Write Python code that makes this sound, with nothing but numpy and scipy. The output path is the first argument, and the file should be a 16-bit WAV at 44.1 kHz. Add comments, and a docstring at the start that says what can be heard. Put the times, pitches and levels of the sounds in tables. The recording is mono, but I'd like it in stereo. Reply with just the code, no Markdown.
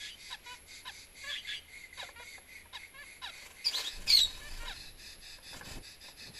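"""Chicks rasp for food and adults whine and call: zebra finches, heard just outside a small wire aviary.
The adults trade falling 'tet' calls and flat nasal 'stack' calls, and a short squabble brings wing beats
and loud squeals. Their tones come from the syrinx, a bird's voice box; the chicks' rasps are rushing air
with a thin squeak. Feet tap on perches, something brushes the mesh twice, and boards and walls echo.
Insects shrill in the quiet air, a hand-held microphone rumbles, and a faint low rustle comes last."""
import sys
import numpy as np
from scipy import signal
from scipy.fft import rfft, irfft, next_fast_len
from scipy.io import wavfile

SR = 44100
rng = np.random.default_rng(int(sys.argv[2]) if len(sys.argv) > 2 else 0)


def master(y):
    """Save y as 16-bit WAV."""
    cut = np.clip(np.atleast_2d(y).T, -1, 1)
    pcm = np.round(cut * 32767)  # scale
    wavfile.write(sys.argv[1], SR, pcm.astype(np.int16))


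N = 281799
TOP_HZ = 14300  # upper limit of the treble

# Levels are set before mixing. Roughness runs from 0 (clear) to 1 (hoarse). Pan is left minus right.
# Falling calls. Each row: start in seconds, greatest length in seconds, level in dB.
TET_CALLS = [(0.297, 0.061, -39.5), (0.847, 0.062, -39.5), (1.968, 0.086, -40.5), (2.724, 0.057, -40.5),
             (3.213, 0.11, -39), (4.65, 0.086, -39)]
# How a tet unfolds. Each row: seconds since its start, pitch in Hz, level in dB, roughness (capped at 1).
TET_SHAPE = [(0, 1036, -5.5, 1.08), (.018, 1036, -5.5, 1.11), (.03, 990, 1, .45), (.05, 841.6, -3, 0.27),
             (.072, 705, -3.5, .33), (.096, 625, -6, 0.42)]
# Flat calls. Each row: start and length in seconds, pitch in Hz, mid-call rise in Hz, level in dB.
STACK_CALLS = [(0.455, 0.094, 485, 16.6, -45), (1.232, 0.093, 549, 38.2, -44),
               (2.153, 0.084, 466.6, 24.6, -49.5), (2.934, 0.107, 537, 52, -50.5),
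               (4.407, 0.086, 571, 29.6, -51.5), (4.594, 0.074, 466, 3.94, -48.5)]
# How a stack unfolds. Each row: share of its length, share of the rise, level in dB, roughness.
STACK_SHAPE = [(0, .1, -22, .3), (.1, 0.24, 0.5, 0.1), (.27, -0.1, -1.5, 0), (.52, 0.56, 1, 0.14),
               (.78, 0.95, 1, 0), (1, -.4, -1, 0.1)]
# The squabble. Each row: peak time, rise and fall in seconds, pitch in Hz at the start, peak and end,
# level in dB, roughness at the peak, pan in dB.
SQUEAL_CALLS = [(3.668, 0.027, 0.029, 5350, 4760, 4664, -25, 0.17, -4),
                (3.764, 0.044, 0.056, 2326, 4240, 4050, -28, 0.37, -0.5),
                (3.88, 0.0616, .018, 2300, 3807, 3746, -36, 0.42, -6),
                (4.1, .031, 0.04, 5230, 4635, 4660, -22.5, 0.49, -4),
                (4.141, .027, .068, 4240, 4377, 3556, -14.5, .13, -3),
                (4.221, .02, 0.031, 3990, 3875, 3665, -17.5, 0.02, -6.5)]
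# Whines that break into a whistle. Each row: start, break and end in seconds, level in dB.
WHINE_CALLS = [(0, 0.094, .15, -44), (1.29, 1.374, 1.406, -37), (1.47, 1.546, 1.592, -37)]
# One chick's slow begging. Each row: start and end in seconds, level in dB, voicing (0 air, 1 squeak).
SLOW_BEGGING = [(-.05, 0.113, -46.5, .02), (0.167, 0.364, -50, .02), (0.427, 0.587, -50, 0.28),
                (0.661, .82, -49, 0.09), (.88, 1.064, -51, 0.03), (1.139, 1.385, -46.5, 0.22),
                (1.406, 1.584, -45, 0.5), (1.668, 1.889, -46.5, 0.68), (1.912, 2.123, -46.5, 0.6),
                (2.178, 2.402, -47.5, 0.6), (2.466, 2.632, -48, 0.44), (2.727, 2.895, -48, 0.34),
                (2.988, 3.203, -50, 0.29), (3.274, 3.481, -48, 0.08), (3.545, 3.69, -48.5, 0.43)]
# Another chick's quicker, shriller begging. Each row: the same four values, then squeak pitch in Hz.
QUICK_BEGGING = [(3.78, 3.99, -43.5, .1, 4400), (4.26, 4.41, -51.5, 0.08, 3880),
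                 (4.43, 4.62, -49.5, 0.2, 4650), (4.68, 4.92, -46, 0.24, 4151),
                 (4.97, 5.16, -46.5, 0, 4803), (5.2, 5.38, -46.5, 0.08, 5060),
                 (5.42, 5.58, -46.5, 0.07, 4920), (5.62, 5.78, -49, 0, 4650),
                 (5.815, 5.96, -47.5, 0.16, 4760), (5.995, 6.125, -47.5, 0.15, 5174),
                 (6.16, 6.3, -45, 0.27, 4380), (6.33, 6.46, -44.5, 0.01, 4700)]
# How wide each chick opens its beak. Each row: time in seconds, hiss in dB, shrill resonance in dB.
SLOW_BEAK_OPENING = [(.2, 2, 1.5), (.95, 2, 5.5), (1.45, 0, -18), (2.3, 4, -16), (2.601, -5.5, -6),
                     (3.6, -2.5, -13)]
QUICK_BEAK_OPENING = [(3.8, -1, -1.2), (6.298, 0.62, -0.4)]
# Fluttering swishes: wing beats, then two late brushes against the wire mesh.
# Each row: peak time, rise and fall in seconds, level in dB.
SWISHES = [(3.47, 0.13, 0.12, -53.5), (3.78, 0.13, 0.11, -42.5), (4.1, .2, 0.62, -50),
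           (4.62, 0.21, 0.2, -54), (5.575, 0.049, 0.033, -48), (5.69, .05, 0.1, -47.5)]
# Feet and beaks hitting perches and mesh. Each row: time in seconds, level in dB.
PERCH_TAPS = [(2.027, -42), (2.088, -46), (2.198, -48.5), (2.379, -51), (2.655, -55), (3.424, -57),
              (3.665, -51), (4.631, -51), (5.385, -52.5), (5.528, -48), (5.541, -47), (5.61, -43.5),
              (5.625, -47.5), (6.043, -57.5), (6.083, -51.5)]
# The tones a perch rings with. Each row: pitch in Hz, level in dB, seconds to fade by 60 dB.
PERCH_TONES = [(316, -5, 0.07), (558, -2.5, 0.055), (702, -5.5, 0.04), (855, -2.5, 0.044), (996, -9, 0.026),
               (1220, -10, 0.0047), (1529, -4, 0.019), (1597, -22, 0.039)]
# Low rumbles and rubs; the last is a faint low rustle at the end.
# Each row: peak time, rise and fall in seconds, rumble and rub in dB.
RUMBLES_AND_RUBS = [(3.98, .06, 0.93, -44, -62.5), (4.52, .3, 0.86, -44.5, -63),
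                    (5.58, 0.15, 0.29, -56, -55), (5.76, .13, 0.065, -45, -49),
                    (6.36, .35, 0.14, -65, -59.5)]
# Shrill insects. Each row: pitch in Hz, level in dB.
INSECT_TONES = [(10660, -65), (10830, -68.5), (11130, -65), (11430, -75)]

# Tone colours: how strong the low and high parts of a sound are. Each row: frequency in Hz, level in dB.
TET_COLOUR = [(400, -17.5), (700, -6), (1000, -8.5), (1400, -0.5), (1950, -6), (2500, -6), (3100, -8.5),
              (3700, 1.5), (4300, -10), (5500, -15.5), (8000, -25), (14000, -42)]  # the adults' throats, one for each kind of voice
STACK_COLOUR = [(400, -25), (560, -5.5), (1100, -1), (1500, 2.5), (2000, 3), (2800, -2), (3500, -7.5),
                (4500, -8), (5500, -25.5), (7500, -23), (9000, -42.5), (14000, -21)]
SQUEAL_COLOUR = [(1000, -24), (1800, -15), (2400, -5), (3000, 0), (3800, 0.5), (4700, -2), (5600, -6),
                 (7000, -11), (8600, -19.5), (10500, -28), (12500, -21.5), (14500, -28)]
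WHINE_COLOUR = [(900, -44.5), (1400, -39), (1800, -1.5), (2400, 4), (3100, 5.5), (3500, 10.5), (4200, -1.5),
                (5500, -16), (8000, -16), (10000, -26), (14000, -61)]
SLIDE_COLOUR = [(1400, -6.5), (3100, -1), (4200, -17), (8000, -25), (14000, -51)]
SLOW_THROAT_COLOUR = [(1200, -26), (1700, -11), (1950, -5), (2130, 3), (2330, 3.5), (2550, -1.5),
                      (3000, -21.5), (3600, -42)]  # the chicks' throats and open beaks
SLOW_BEAK_COLOUR = [(1500, -30.5), (3100, -9), (3750, 3), (4200, 3), (4600, 5), (5200, -1), (6100, -4),
                    (7350, -3), (8000, -4.5), (8500, -19), (9800, -11.5), (14000, -40)]
QUICK_THROAT_COLOUR = [(1200, -18), (1540, -13), (1710, 1.5), (2100, -5.5), (2550, 3.5), (2800, -2.5),
                       (3100, -37), (3600, -36)]
QUICK_BEAK_COLOUR = [(2000, -19), (3150, -23), (3650, 0), (4200, -2.5), (4750, 2), (5250, 1.5),
                     (5900, -11.5), (6600, -11), (7700, -9.5), (8500, -23), (10000, -15.5), (14000, -29)]
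SWISH_COLOUR = [(100, -15), (300, -1), (600, -1.5), (1500, 0), (3000, -1.5), (5000, -6), (7500, -4.5),
                (10000, -12), (14000, -15)]
TAP_COLOUR = [(150, -34), (380, -5.5), (560, 1.5), (1600, 3), (2600, -10), (6000, -17), (14000, -29)]  # hard perch and mesh give almost no bass
RUMBLE_COLOUR = [(15, -8.5), (25, 4), (29, -4), (34, -13.5), (55, -17), (130, -26.5), (250, -35.5),
                 (600, -47.5), (2000, -84)]  # very deep bass
RUB_COLOUR = [(40, -7), (90, -1.5), (230, -4), (400, -10), (900, -18), (3000, -48)]  # a low, dull rustle
INSECT_COLOUR = [(9800, -12), (10400, -24), (10650, 6), (11000, -1.5), (11500, 9.5), (11900, -18),
                 (13000, -18)]
AIR_COLOUR = [(25, 2.5), (50, -1), (66, -7), (77, 6.5), (92, -8.5), (225, -10), (480, -11.5), (750, -14.5),
              (1260, -18.5), (2100, -13.5), (3500, -17), (6000, -29), (9000, -36), (14000, -34.5)]
WALL_COLOUR = [(200, 8.5), (4000, 1.0), (8000, 1.0), (14000, -11)]


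def syrinx(hz, db, rough, doubling, throat, jitter, rasp, harmonics):
    """The voice box buzzes through the throat; roughness shakes the pitch and adds rushing air."""
    size, rough, doubling = len(hz), np.clip(rough, 0, 1), np.clip(doubling, 0, 1)
    phase = phase_of(hz * (1 + jitter * rough * wander(size, 900)))
    tone, power = 0, 1e-12
    # doubling: every second vibration differs, which adds tones halfway between the harmonics
    for k in np.arange(1, 2 * harmonics + 1) / 2:
        gain = gain_at(k * hz, throat) * (k * hz < TOP_HZ) * (doubling if k % 1 else 1)
        tone += gain * np.sin(k * phase + rng.uniform(0, 2 * np.pi))
        power += gain ** 2 / 2
    air_share = np.clip(rasp * rough ** 2, 0, 1)
    voice = np.sqrt((1 - air_share) / power) * tone + np.sqrt(air_share) * noise(size, throat)
    return voice * undb(db) * fade(size, 0.0027)


def contact_calls():
    """Tets start hoarse and slide down until they are cut off; stacks hold a low, slightly arched pitch."""
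    out = np.zeros((2, N))
    for start, length, level_db in TET_CALLS:
        hz, db, rough = (column[:int(length * SR)] for column in follow(TET_SHAPE))
        call = syrinx(hz, db + level_db, rough, 0.31 * rough ** 2, TET_COLOUR,
                      jitter=0.05, rasp=0.45, harmonics=14)
        add(out, start, call * fade(len(call), 0.0088), pan_db=-0.5, lag_ms=0.057)
    for start, length, pitch_hz, rise_hz, level_db in STACK_CALLS:
        rise, db, rough = follow(np.array(STACK_SHAPE) * [length, 1, 1, 1])
        call = syrinx(pitch_hz + rise * rise_hz, db + level_db, rough, 0.4 * rough ** 2, STACK_COLOUR,
                      jitter=0.13, rasp=0.63, harmonics=24)
        add(out, start, call, pan_db=1)
    return out


def squeals(edge_db=-15.5, onset_rough=0.53, fray=7, glide=1.3, swing_db=5):
    """Each squeal starts as a screech, clears towards a whistle at its peak and frays as it fades."""
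    out = np.zeros((2, N))
    for peak, rise_s, fall_s, first_hz, peak_hz, last_hz, level_db, peak_rough, pan_db in SQUEAL_CALLS:
        before, after = ramps(rise_s, fall_s)
        # a glide above 1 makes the pitch linger at the peak
        hz = peak_hz + (first_hz - peak_hz) * before ** glide + (last_hz - peak_hz) * after ** glide
        db = level_db + edge_db * (before + after) ** 0.91
        rough = np.clip(peak_rough * (1 + fray * after ** 2) + onset_rough * before ** 2, 0, 1)
        call = syrinx(hz, db, rough, 0.74 * rough, SQUEAL_COLOUR, jitter=0.09, rasp=0.3, harmonics=4)
        # loudness and direction flutter quickly while the bird thrashes about
        flutter = unit(undb(2.2 * wander(len(call), 326.2)))
        add(out, peak - rise_s, call * flutter, pan_db + swing_db * wander(len(call), 80), lag_ms=-0.28)
    return out


def whines(whine_hz=1747, whistle_hz=1570, attack_s=0.017, release_s=0.021, slide_lead_s=0.012):
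    """A hoarse note drops into a cleaner, slightly softer whistle while a second voice slides up."""
    out = np.zeros((2, N))
    for start, break_s, end, level_db in WHINE_CALLS:
        t = np.arange(start, end, 1 / SR)
        edge = np.maximum(1 - np.minimum((t - start) / attack_s, (end - t) / release_s), 0)
        broken = smooth_step(t - break_s, width_s=0.0063)
        db = level_db - 6 * edge ** 2 - 1.5 * broken
        hz = blend(whine_hz, whistle_hz, broken)
        rough = blend(0.85, 0.23, broken)
        whine = syrinx(hz, db - 5, rough, 0.75 * rough, WHINE_COLOUR,
                       jitter=0.0555, rasp=0.74, harmonics=7)
        add(out, start, whine, pan_db=6.5)
        # the other side of the syrinx slides up just ahead of the break
        slide_hz = blend(1680, 2966, smooth_step(t - break_s + slide_lead_s, width_s=0.00497))
        slide = syrinx(slide_hz, db - 6.5, rough=0.34, doubling=0, throat=SLIDE_COLOUR,
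                       jitter=0.108, rasp=0.043, harmonics=4)
        add(out, start, slide, pan_db=-5)
    return out


def chick(rasps, opening, throat, beak, throat_db, hiss_db, squeak_db, grain_db, swell,
          pan_db, lag_ms, waver_hz, arch_hz, shrill_hz=5470, shrill_width_hz=380):
    """Air rushes through the throat and open beak; voicing trades that hiss for a thin, shaky squeak."""
    out = np.zeros((2, N))
    opening_s, *opening_db = np.transpose(opening)
    for start, end, level_db, voicing, squeak_hz in rasps:
        open_db, shrill_db = (np.interp((start + end) / 2, opening_s, db) for db in opening_db)
        size = int((end - start) * SR)
        effort = np.hanning(size)
        # the beak opens a little differently every time
        colour = np.array(beak) + rng.standard_normal((len(beak), 2)) * [50, 1]
        colour[:, 1] += shrill_db * np.exp(-((colour[:, 0] - shrill_hz) / shrill_width_hz) ** 2)
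        breath = undb(throat_db) * np.sqrt(1 - voicing) * noise(size, throat)
        hiss = undb(hiss_db + open_db) * (1 - voicing) * noise(size, colour)
        # the squeak rises and falls with the effort of the call
        hz = squeak_hz + arch_hz * (effort - 0.75)
        hz += waver_hz * wander(size, 700) + 35 * wander(size, 29.94)
        tone = unit(np.sin(phase_of(hz)) * undb(4.8 * wander(size, 110.5)))
        squeak = undb(squeak_db) * np.sqrt(voicing) * tone
        grain = unit(undb(grain_db * wander(size, 343.8)))
        rasp = (breath + hiss + squeak) * grain * effort ** swell
        add(out, start, undb(level_db) * rasp, pan_db, lag_ms)
    return out


def swishes(pulse_hz=27, pulse_db=3, edge_db=-9.5):
    """Unevenly pulsing noise swells and fades: wing beats, then two late brushes against the mesh."""
    out = np.zeros((2, N))
    for peak, rise_s, fall_s, level_db in SWISHES:
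        db = level_db + edge_db * sum(ramps(rise_s, fall_s))
        size = len(db)
        phase = phase_of(pulse_hz * (1 + 0.3 * wander(size, 21)))
        pulses = unit(undb(pulse_db * np.sin(phase) + 2.1 * wander(size, 300)))
        swish = noise(size, SWISH_COLOUR) * pulses
        add(out, peak - rise_s, swish * undb(db) * fade(size, 0.0069), pan_db=-6.5)
    return out


def taps(scrape_db=-4, scrape_s=0.0043, contact_s=0.0027):
    """A claw scuffs the perch for a moment and makes it ring."""
    out, t = np.zeros((2, N)), np.arange(SR // 8) / SR
    bass_cut = signal.butter(3, 430, "high", fs=SR, output="sos")
    for start, level_db in PERCH_TAPS:
        ring = 0
        for hz, db, ring_s in PERCH_TONES:
            gain = undb(db + 2 * rng.standard_normal())
            pitch = hz * (1 + 0.041 * rng.standard_normal())
            ring += gain * np.sin(2 * np.pi * pitch * t) * die_away(t, ring_s)
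        push = noise(len(t), TAP_COLOUR) * np.exp(-t / contact_s)
        knock = unit(signal.fftconvolve(push, ring)[:len(t)])
        scrape = unit(noise(len(t), TAP_COLOUR) * np.exp(-t / scrape_s))
        tap = signal.sosfilt(bass_cut, knock + undb(scrape_db) * scrape)
        tap /= np.std(tap[:SR // 100])  # the first 10 ms set the level
        add(out, start, undb(level_db) * tap, pan_db=-1.5 + 5.5 * rng.standard_normal(), lag_ms=0.13)
    return out


def aviary(dry, near_db, near_s, far_db, far_s):
    """Close boards add a dense, short echo; the walls around add a fainter, longer ring."""
    t = np.arange(SR // 2) / SR
    echoes = []
    for channel in dry:
        near = rng.standard_normal(len(t)) * die_away(t, near_s) * (t > 0.001)
        far = noise(len(t), WALL_COLOUR) * die_away(t, far_s) * (t > 0.012)
        response = (undb(near_db) * unit(near) + undb(far_db) * unit(far)) / np.sqrt(len(t))
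        echoes.append(signal.fftconvolve(channel, response)[:N])
    return dry + np.array(echoes)


def rumbles_and_rubs(edge_db=-15.5, side_db=-13, uneven_db=4.5):
    """Low rumbles and uneven rubs from the hand-held microphone; the last is just a faint low rustle."""
    out = np.zeros((2, N))
    for peak, rise_s, fall_s, rumble_db, rub_db in RUMBLES_AND_RUBS:
        swell = undb(edge_db * sum(ramps(rise_s, fall_s)))
        size = len(swell)
        rumble = undb(rumble_db) * noise(size, RUMBLE_COLOUR)
        rub = undb(rub_db + uneven_db * wander(size, 59.8)) * noise(size, RUB_COLOUR)
        add(out, peak - rise_s, (rumble + rub) * swell * fade(size, 0.0105))
        for pan_db in (-12, 12):
            side_rumble = undb(rumble_db + side_db) * noise(size, RUMBLE_COLOUR)
            add(out, peak - rise_s, side_rumble * swell * fade(size, 0.02), pan_db)
    return out


def insects(chorus_db=-64, waver_hz=50, throb_db=5):
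    """A few thin, wavering tones throb on either side, over a narrow band of distant shrilling."""
    out = undb(chorus_db) * np.array([noise(N, INSECT_COLOUR) for _ in range(2)])
    for hz, db in INSECT_TONES:
        for pan_db in (-9, 7):
            pitch = hz + waver_hz * wander(N, 9) + 15 * wander(N, 500)
            tone = np.sin(phase_of(pitch)) * undb(throb_db * wander(N, 9.6))
            add(out, 0, undb(db - 7.5) * unit(tone), pan_db)
    return out


def outdoor_air(air_db=-60, side_db=-4):
    """Quiet outdoor air, not quite the same on the left and the right."""
    middle = noise(N, AIR_COLOUR)
    sides = undb(side_db) * np.array([[1], [-1]]) * noise(N, AIR_COLOUR)
    return (middle + sides) * undb(air_db + 0.33 * wander(N, 11))


def undb(db):
    """Turn decibels into a number to multiply by."""
    return 10 ** (np.asarray(db) / 20)


def unit(x):
    """Scale a sound to an average strength (rms) of 1."""
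    return x / np.sqrt(np.mean(x ** 2) + 1e-18)


def phase_of(hz):
    """The angle a vibration has turned through as its pitch changes."""
    return 2 * np.pi * np.cumsum(hz) / SR


def gain_at(hz, colour):
    """How strong a tone colour is at the given frequencies."""
    points_hz, db = np.transpose(colour)
    return undb(np.interp(np.log(np.maximum(hz, 1)), np.log(points_hz), db))


def noise(size, colour):
    """Noise of strength 1 with the given tone colour."""
    padded = next_fast_len(size, real=True)
    bins = rfft(rng.standard_normal(padded))
    hz = np.arange(len(bins)) * SR / padded
    return unit(irfft(bins * gain_at(hz, colour), padded)[:size])


def wander(size, rate):
    """Random values, rate of them a second, joined by lines; they spread by about 1."""
    place = np.arange(size) * rate / SR
    return 1.2 * np.interp(place, np.arange(size), rng.standard_normal(size))


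def follow(rows):
    """Join rows that begin with a time in seconds by lines: one curve for each other column."""
    times, *columns = np.transpose(rows)
    t = np.arange(times[0], max(times[-1], times[0] + 0.01), 1 / SR)
    return [np.interp(t, times, column) for column in columns]


def ramps(rise_s, fall_s):
    """Two ramps: one runs from 1 to 0 up to a sound's peak, the other from 0 to 1 after it."""
    return follow([(0, 1, 0), (rise_s, 0, 0), (rise_s + fall_s, 0, 1)])


def smooth_step(t, width_s):
    """A smooth step from 0 to 1 around t = 0."""
    return (1 + np.tanh(t / (2 * width_s))) / 2


def blend(first, last, share):
    """Move from first to last as share goes from 0 to 1."""
    return first + (last - first) * share


def die_away(t, ring_s):
    """A level that falls by 60 dB every ring_s seconds."""
    return np.exp(-np.log(1000) * t / ring_s)


def fade(size, edge_s):
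    """Fade in and out, each over edge_s seconds."""
    return signal.windows.tukey(size, min(2 * edge_s * SR / size, 1))


def add(out, start, sound, pan_db=0, lag_ms=0):
    """Mix a sound in; the left side gets it pan_db louder and lag_ms later than the right."""
    for channel, side in enumerate((1, -1)):
        at = int((start + side * lag_ms / 2000) * SR)
        part = (sound * undb(side * pan_db / 2))[max(-at, 0):max(N - at, 0)]
        out[channel, max(at, 0):max(at, 0) + len(part)] += part


def scene():
    """All the birds in the aviary, over insects, low rumbles and air."""
    slow_squeak_hz = 2116
    slow_rasps = [(*row, slow_squeak_hz) for row in SLOW_BEGGING]
    chicks = chick(slow_rasps, SLOW_BEAK_OPENING, SLOW_THROAT_COLOUR, SLOW_BEAK_COLOUR,
                   throat_db=-0.3, hiss_db=-0.44, squeak_db=1, grain_db=0.5, swell=0.35,
                   pan_db=-2.5, lag_ms=0.1, waver_hz=88, arch_hz=67)
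    chicks += chick(QUICK_BEGGING, QUICK_BEAK_OPENING, QUICK_THROAT_COLOUR, QUICK_BEAK_COLOUR,
                    throat_db=-6.5, hiss_db=-0.4, squeak_db=0.5, grain_db=0.9, swell=0.32,
                    pan_db=-3.5, lag_ms=-0.07, waver_hz=111, arch_hz=372.9)
    # the deeper a bird sits in the cage, the more of its sound comes by way of the boards
    hidden = aviary(chicks, near_db=7, near_s=0.059, far_db=-7, far_s=0.93)
    midway = aviary(contact_calls() + taps() + swishes(),
                    near_db=5, near_s=0.034, far_db=-14.5, far_s=0.29)
    close = aviary(whines() + squeals(), near_db=2.5, near_s=0.082, far_db=-15, far_s=0.52)
    cage = undb(-7) * hidden + undb(-5) * midway + undb(-3) * close
    return cage + insects() + rumbles_and_rubs() + outdoor_air()


def record(dry):
    """A steep filter cuts off the treble above TOP_HZ."""
    return signal.sosfilt(signal.ellip(10, 0.2, 80, TOP_HZ, fs=SR, output="sos"), dry)


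dry = scene()
out = record(dry)
master(out)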